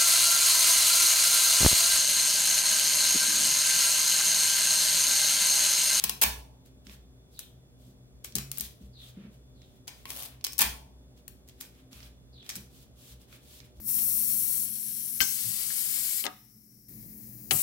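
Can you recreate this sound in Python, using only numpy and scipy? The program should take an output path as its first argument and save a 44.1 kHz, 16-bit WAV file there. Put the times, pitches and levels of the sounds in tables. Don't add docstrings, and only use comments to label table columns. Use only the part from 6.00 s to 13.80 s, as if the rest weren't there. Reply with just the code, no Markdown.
import sys
import numpy as np
from scipy import signal
from scipy.fft import rfft, irfft, next_fast_len
from scipy.io import wavfile
from scipy.ndimage import uniform_filter1d

SR = 44100
rng = np.random.default_rng(int(sys.argv[2]) if len(sys.argv) > 2 else 0)


def master(y):
    cut = np.clip(np.atleast_2d(y).T, -1, 1)
    pcm = np.round(cut * 32767)
    wavfile.write(sys.argv[1], SR, pcm.astype(np.int16))


N = 344024


def gain(db):
    return 10 ** (np.asarray(db) / 20)


def unit(x):
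    return x / np.sqrt(np.mean(x ** 2))


def curve(table, hz):
    freqs, values = np.transpose(table)
    return np.interp(np.log(hz + 1), np.log(freqs), values)


def wobble(span, size=N):
    return unit(uniform_filter1d(rng.standard_normal(size), span))


def mic_noise(size, alike=0.13, lag=11):
    left, scatter = rng.standard_normal((2, size))
    return np.array([left, alike * np.roll(left, lag) + np.sqrt(1 - alike ** 2) * scatter])


def colour(burst, low_db, high_db, pan_db):
    size = burst.shape[1]
    hz, spectrum = np.fft.rfftfreq(size, 1 / SR), rfft(burst)
    even = spectrum / np.sqrt(uniform_filter1d(np.abs(spectrum) ** 2, int(size * 1500 / SR)))
    mid_gain = np.sqrt(size / 2 / np.sum((hz > 3500) & (hz < 8000)))
    tilt = [(400, low_db - 12.5), (1000, low_db - 7), (2400, low_db), (5500, 0), (11500, high_db - 3)]
    shade = curve([(1000, 0.05), (4000, .4), (11000, 1.1)], hz) * np.array([[pan_db], [-pan_db]]) / 2
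    return mid_gain * irfft(even * gain(curve(tilt, hz) + shade), size)


def add(out, start, burst):
    i = int(start * SR)
    part = burst[:, :N - i]
    out[:, i:i + part.shape[1]] += part


def ring(notes, size):
    t = np.arange(size) / SR
    return sum(gain(db - 60 * t / ring_s) * np.sin(2 * np.pi * hz * t) for hz, db, ring_s in notes)


def stroke(start, rise, hold, rise_db, fall_db_per_s):
    end = start + rise + hold + 60 / fall_db_per_s
    span = slice(int(start * SR), min(int(end * SR), N))
    t = np.arange(N)[span] / SR - start
    db = -rise_db * np.clip(1 - t / rise, 0, 1) - fall_db_per_s * np.maximum(t - rise - hold, 0)
    return span, np.minimum(4 * t / rise, 1) * gain(db)


# (frequency [Hz], likeness [1 same, -1 opposite])
LIKENESS = [(60, 1), (290, .7), (640, 0.61), (1400, -0.05), (3000, -0.79)]
def room_noise(size, shape):
    padded = next_fast_len(size)
    hz = np.fft.rfftfreq(padded, 1 / SR)
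    alike = curve(LIKENESS, hz)
    mid, side = rfft(rng.standard_normal((2, padded))) * shape(hz) * np.sqrt([1 + alike, 1 - alike])
    return unit(irfft([mid + side, mid - side], padded)[:, :size])


# (frequency [Hz], relative level [dB])
AIR_SPECTRUM = [(20, -24.5), (45, -9), (100, -8), (200, -7), (330, -13), (420, -14.5), (700, -20),
                (900, -27), (2000, -32.5), (5000, -32), (16000, -33.5)]
# (pitch [Hz], width [Hz], level [dB])
HUM_BANDS = [(60.4, 23, -61.5), (123.8, 10, -60), (259.6, 14, -67.5), (376, 2.8, -74.5), (480.7, 17, -77),
             (3495, 27, -80)]
# (pitch [Hz], level [dB])
MOTOR_TONES = [(59.5, -63), (601, -76.5), (3440, -84)]
def ventilation(air_db=-60):
    out = gain(air_db) * room_noise(N, lambda f: gain(curve(AIR_SPECTRUM, f)))
    for hz, width, db in HUM_BANDS:
        out += gain(db) * room_noise(N, lambda f: 1 / (1 + (2 * (f - hz) / width) ** 2))
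    for hz, db in MOTOR_TONES:
        sway_db = 1.5 * unit(uniform_filter1d(wobble(15000), 15000))
        pitch = hz * (1 + 0.00045 * wobble(8000))
        phase = 2 * np.pi * np.cumsum(pitch) / SR + np.array([[0], [hz * 0.0013]])
        out += gain(db + sway_db) * np.sqrt(2) * np.sin(phase)
    return out


# (start [s], rise [s], hold [s], level [dB], dull layer offset [dB])
RUBS = [(0, 0.0013, 0.09, -44.5, -9), (0.646, 0.011, 0.013, -63, -17.5), (0.841, 0.033, 0.071, -57, -11.5),
        (1.3, 0.033, 0.057, -65, -34), (1.775, 0.039, 0.09, -65.5, -30.5), (2.24, 0.0034, 0.023, -48, -40),
        (2.505, 0.11, 0.041, -43.5, -28), (2.796, .025, 0.04, -65.5, -16), (2.968, 0.093, 0.034, -56, -16),
        (3.139, 0.04, 0.084, -78.5, 13), (3.298, 0.042, 0.0088, -66, -14), (3.57, .05, 0.15, -71, -17),
        (3.87, 0.012, 0.15, -62.5, -13), (4.28, .02, 0.047, -68.5, 2), (5.158, .015, .015, -65, -11.5),
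        (5.469, .015, .008, -59, -20), (5.556, 0.081, .012, -58, -8), (5.73, 0.018, 0.058, -68.5, -4),
        (5.907, .015, 0.15, -57, -9.5), (6.426, .09, 0.057, -52.5, -8.5), (6.687, 0.07, 0.072, -58.5, -22),
        (6.944, 0.12, 0.059, -52.5, -21.5), (7.193, 0.02, 0.012, -60, -14), (7.27, 0.06, .035, -58, -8.5),
        (7.402, 0.13, 0.06, -53, -22), (7.633, 0.016, .008, -62.5, -9), (7.744, 0.023, 0.021, -67.5, -33)]
# (frequency [Hz], relative level [dB])
RUB_SPECTRUM = [(1900, -17), (3300, -1.5), (5000, -4), (9300, -4.5), (12000, -4), (16500, -5)]
def rubs(pan_db=0.5, pressure_db=1.13):
    padded = next_fast_len(N)
    hz = np.fft.rfftfreq(padded, 1 / SR)
    noise = rfft(mic_noise(N, alike=0.1), padded)
    bright = unit(irfft(noise * gain(curve(RUB_SPECTRUM, hz)))[:, :N])
    dull_band = (hz / 900) ** 2 / (1 + (hz / 900) ** 2) / (1 + (hz / 3400) ** 6)
    dull = unit(irfft(noise * dull_band)[:, :N])
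    out = np.zeros((2, N))
    for start, rise, hold, db, dull_db in RUBS:
        span, swell = stroke(start, rise, hold, rise_db=13, fall_db_per_s=420)
        out[:, span] += gain(db) * swell * (bright[:, span] + gain(dull_db) * dull[:, span])
    return out * gain(pressure_db * wobble(1500) + np.array([[pan_db], [-pan_db]]) / 2)


# (time [s], knock level [dB], boom level [dB])
THUDS = [(0.037, -46.5, -60), (0.093, -53.5, -62.5), (.235, -42, -39), (0.863, -50.5, -56),
         (1.874, -55.5, -59), (2.348, -36, -46.5), (2.596, -49.5, -49.5), (2.807, -50.5, -49),
         (2.863, -55, -61), (3.167, -43.5, -61), (3.244, -45.5, -54), (4.599, -48.5, -54),
         (4.63, -47.5, -42), (5.921, -55.5, -51), (6.561, -47, -54), (7.766, -66, -46)]
# (pitch [Hz], relative level [dB], ring time [s])
TABLE_NOTES = [(135.7, -13.5, 1), (194.9, 2.5, 0.19), (221.1, 0.5, 0.19), (237, -13, 0.2), (334, -6, 0.15),
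               (390, -6.5, 0.12), (429.6, -10, 0.18), (536, -11.5, 0.18)]
# (pitch [Hz], relative level [dB], ring time [s])
BOOM_NOTES = [(60.77, 4.5, 0.78), (63.9, -3, 0.63), (88.35, -5, 0.47)]
def thuds(contact_ms=2.5, settle_ms=7.3, swell_ms=21.0):
    out, ms = np.zeros((2, N)), np.arange(30000) * 1000 / SR
    push = np.hanning(int(contact_ms * SR / 1000))
    settle = 1 - np.exp(-ms[:12000] / settle_ms)
    boom = (1 - np.exp(-(ms / swell_ms) ** 2)) * ring(BOOM_NOTES, len(ms))
    for start, knock_db, boom_db in THUDS:
        notes = [(hz, db + rng.normal(0, 2), ring_s) for hz, db, ring_s in TABLE_NOTES]
        knock = signal.fftconvolve(settle * ring(notes, len(settle)), 2 * push / push.sum())
        add(out, start, gain(knock_db) * knock[None])
        add(out, start, gain(boom_db) * boom[None])
    return out


# (time [s], level [dB], bass tilt [dB], treble tilt [dB])
CLICKS = [(0.0393, -25, -4, 6), (0.0435, -31, -8.5, 0.5), (0.095, -28, -2.5, 5), (0.2143, -32, -8.5, 8.5),
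          (0.2158, -34.5, -5, 11), (0.2353, -29, -1.5, 8.5), (0.8685, -50, 0.5, -22),
          (0.8957, -53.5, 7.5, -17), (1.3915, -41.5, -4, 6), (2.245, -43.5, -29, 6), (2.323, -51, -6, -12),
          (2.3537, -26, -17, 1.5), (2.3838, -34.5, 0, 2), (2.5154, -36.5, -5.5, 5.5),
          (2.5734, -41.5, -5.5, 1), (2.583, -56.5, 11, 23), (2.598, -33.5, -19, -13),
          (2.6083, -35.5, -4.5, 8), (3.0182, -65, 1, -22), (3.6182, -58.5, 0, -23), (3.8789, -41.5, -1, 0),
          (4.055, -46.5, 8, 0), (4.1039, -38.5, -1, 4), (4.4106, -56.5, 0.5, -10), (4.442, -31.5, -7, 1.5),
          (4.4466, -26, -12.5, -2.5), (4.4669, -36.5, -1, 3.5), (4.5153, -57, -6.5, -3.5),
          (4.522, -50, -11.5, 6.5), (4.5318, -41.5, -16.5, 3), (4.5809, -34, -14, 5.5),
          (4.5897, -33, -15, 14), (4.618, -26.5, 3.5, 7), (5.2797, -50, 1, 9.5), (5.4771, -63, -4, 0),
          (5.4954, -56, -1.5, -8), (5.61, -44.5, 2, 6.5), (5.93, -49.5, -2, -5.5), (6.0038, -55.5, 5, -23),
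          (6.0288, -51.5, -2, -35), (6.428, -61, 8, -16), (6.464, -52, 1, -11), (6.4917, -37, -1, -0.5),
          (6.5004, -41.5, 3, -8), (6.555, -41, -1, 2.5), (7.327, -59.5, 11, -17), (7.6023, -50.5, 0.5, -23)]
def clicks(snap_ms=.7, shiver_ms=6.0, shiver_db=-21, quick_rub_s=.03):
    out, ms = np.zeros((2, N)), np.maximum(np.arange(-100, 1100) * 1000 / SR, 0)
    fade = np.exp(-ms / snap_ms) + gain(shiver_db) * np.exp(-ms / shiver_ms)
    shape = (1 - np.exp(-ms / 0.67)) * fade
    ticks = [(start + rise + 0.0033, db + rng.normal(-2, 4), rng.normal(-5, 4), rng.normal(-3, 6))
             for start, rise, _, db, _ in RUBS if rise < quick_rub_s]
    for start, db, low_db, high_db in CLICKS + ticks:
        pan_db = 1.5 + 0.73 * high_db
        snap = colour(mic_noise(len(ms)) * shape, low_db, high_db, pan_db)
        add(out, start - 100 / SR, gain(db) * np.sqrt(SR / 200) * snap)
    return out


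# (start [s], end [s])
PING_TIMES = [(0, .3), (3.8, 4.7)]
# (pitch [Hz], relative level [dB], ring time [s])
BLADE_NOTES = [(3450, -9, .008), (5530, -2, 0.0047), (6480, -4.5, .008), (1100, -5.5, .03),
               (450, -9.5, 0.048)]
def blade_pings(snaps):
    t = np.arange(N) / SR
    in_use = sum((t >= start) & (t < end) for start, end in PING_TIMES)
    return signal.fftconvolve(snaps * in_use, ring(BLADE_NOTES, 3000)[None], axes=1)[:, :N]


# (start [s], end [s], level [dB], bass tilt [dB], treble tilt [dB], lean to left [dB])
RIPS = [(0.218, 0.239, -25, 1.5, 5.5, -2), (4.591, 4.599, -28, 2, -6, 14), (4.606, 4.627, -27.5, 2, 6, -1),
        (5.603, 5.628, -50, -8, 2, -3), (2.245, 2.257, -48, -27, -3.5, -3),
        (3.872, 3.892, -47, -2.5, -3, 6), (1.393, 1.41, -53.5, -5.5, 2.5, -8),
        (6.556, 6.567, -44, -14, 5, 0.5), (2.355, 2.365, -35, -6, 2, 5), (6.493, 6.51, -37, -23, -7.5, 2)]
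def rips(crackle_db=3):
    out, sample = np.zeros((2, N)), np.arange(-100, 2300)
    for start, end, db, low_db, high_db, pan_db in RIPS:
        size = (end - start) * SR
        grains = gain(crackle_db * np.repeat(rng.standard_normal(len(sample)), 44))[:len(sample)]
        gate = (sample > 0) * np.clip((size - sample) / 200 + 1, 0, 1)
        crackle = colour(mic_noise(len(sample)) * grains * gate, low_db, high_db, pan_db)
        add(out, start - 100 / SR, gain(db) * np.sqrt(size) * crackle)
    return out


# (pitch [Hz], relative level [dB], ring time [s])
HOLLOW_NOTES = [(480, -8, .05), (900, 1, .06), (990, 2, .06), (1150, -2, .05), (1840, -4, .04),
                (2750, -5, .03)]
def hollow_ring(ripping):
    return signal.fftconvolve(ripping, ring(HOLLOW_NOTES, 8000)[None], axes=1)[:, :N]


# (start [s], loudest moment [s], level [dB])
SWIPES = [(1.333, 1.402, -55.5), (2.921, 3.018, -53.5), (3.535, 3.627, -67.5), (6.319, 6.401, -56)]
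def swipes(from_hz=4900, to_hz=3380, width_hz=700, stutter_db=3.0):
    out, t = np.zeros((2, N)), np.arange(N) / SR
    lowpass = signal.butter(2, width_hz / 2, fs=SR, output="sos")
    slow = signal.sosfilt(lowpass, rng.standard_normal((2, 2, N)))
    stutter = gain(stutter_db * wobble(300))
    for start, peak, db in SWIPES:
        progress = np.clip((t - start) / (peak - start), 0, 9)
        pitch = to_hz + (from_hz - to_hz) * np.exp(-1.7 * progress)
        tone = np.exp(2j * np.pi * np.cumsum(pitch) / SR)
        hiss = unit(((slow[0] + 1j * slow[1]) * tone).real)
        span, swell = stroke(start, peak - start, hold=0.0088, rise_db=12.5, fall_db_per_s=185)
        out[:, span] += gain(db) * swell * (stutter * hiss)[:, span]
    return out


# (frequency [Hz], relative level [dB])
GLUE_SPECTRUM = [(290, -38), (500, -7), (604, -5), (1260, -10.5), (1980, -11.5), (2260, -8.5), (3390, -5),
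                 (7860, -7.5), (11300, -1.5), (16000, -4.5)]
def tape_pull(level_db=-41, rasp_db=4.0, judder_db=2.0):
    span, swell = stroke(start=4.052, rise=.06, hold=.15, rise_db=13, fall_db_per_s=450)
    size = len(swell)
    grains = gain(rasp_db * np.repeat(rng.standard_normal(size), 30)[:size])
    crackle = mic_noise(size) * grains * gain(judder_db * wobble(700, size))
    hz = np.fft.rfftfreq(size, 1 / SR)
    rasp = unit(irfft(rfft(crackle) * gain(curve(GLUE_SPECTRUM, hz)), size))
    out = np.zeros((2, N))
    out[:, span] = gain(level_db + np.array([[1.5], [-1.5]])) * rasp * swell
    return out


# (frequency [Hz], ring time [s], level [dB])
ECHO_BANDS = [(125, 0.44, 0), (510.2, 0.75, -2), (1220, 0.35, 1.5), (3000, 0.37, -1.5), (7100, 0.34, -5.5),
              (13300, 0.31, -6.5)]
def room_echo(sound, gap_ms=4.0):
    t, tail = np.arange(24000) / SR, 0
    for hz, ring_s, db in ECHO_BANDS:
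        weights = [(f, float(f == hz)) for f, _, _ in ECHO_BANDS]
        band = room_noise(len(t), lambda f: np.sqrt(curve(weights, f)))
        width = np.mean(curve(weights, np.linspace(0, SR / 2, 2000)))
        fade = gain(-60 * t / ring_s) * np.clip(t * 1000 / gap_ms - .5, 0, 1)
        tail = tail + gain(db) * np.sqrt(width / np.sum(fade ** 2)) * band * fade
    return signal.fftconvolve(sound, tail, axes=1)[:, :N]


def scene():
    air, rubbing, knocks, snaps = ventilation(), rubs(), thuds(), clicks()
    snaps = snaps + gain(-24) * blade_pings(snaps)
    ripping = rips()
    ripping = ripping + gain(-38.5) * hollow_ring(ripping)
    slides = rubbing + swipes() + tape_pull()
    echo = room_echo(gain(-12.5) * knocks + gain(-3) * snaps + ripping + gain(-4) * slides)
    return air + knocks + snaps + ripping + slides + echo


def record(dry, low_hz=45, top_hz=15900):
    dry = signal.sosfilt(signal.butter(3, low_hz, "high", fs=SR, output="sos"), dry)
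    return signal.sosfilt(signal.ellip(12, .2, 90, top_hz, fs=SR, output="sos"), dry)


dry = scene()
out = record(dry)
master(out)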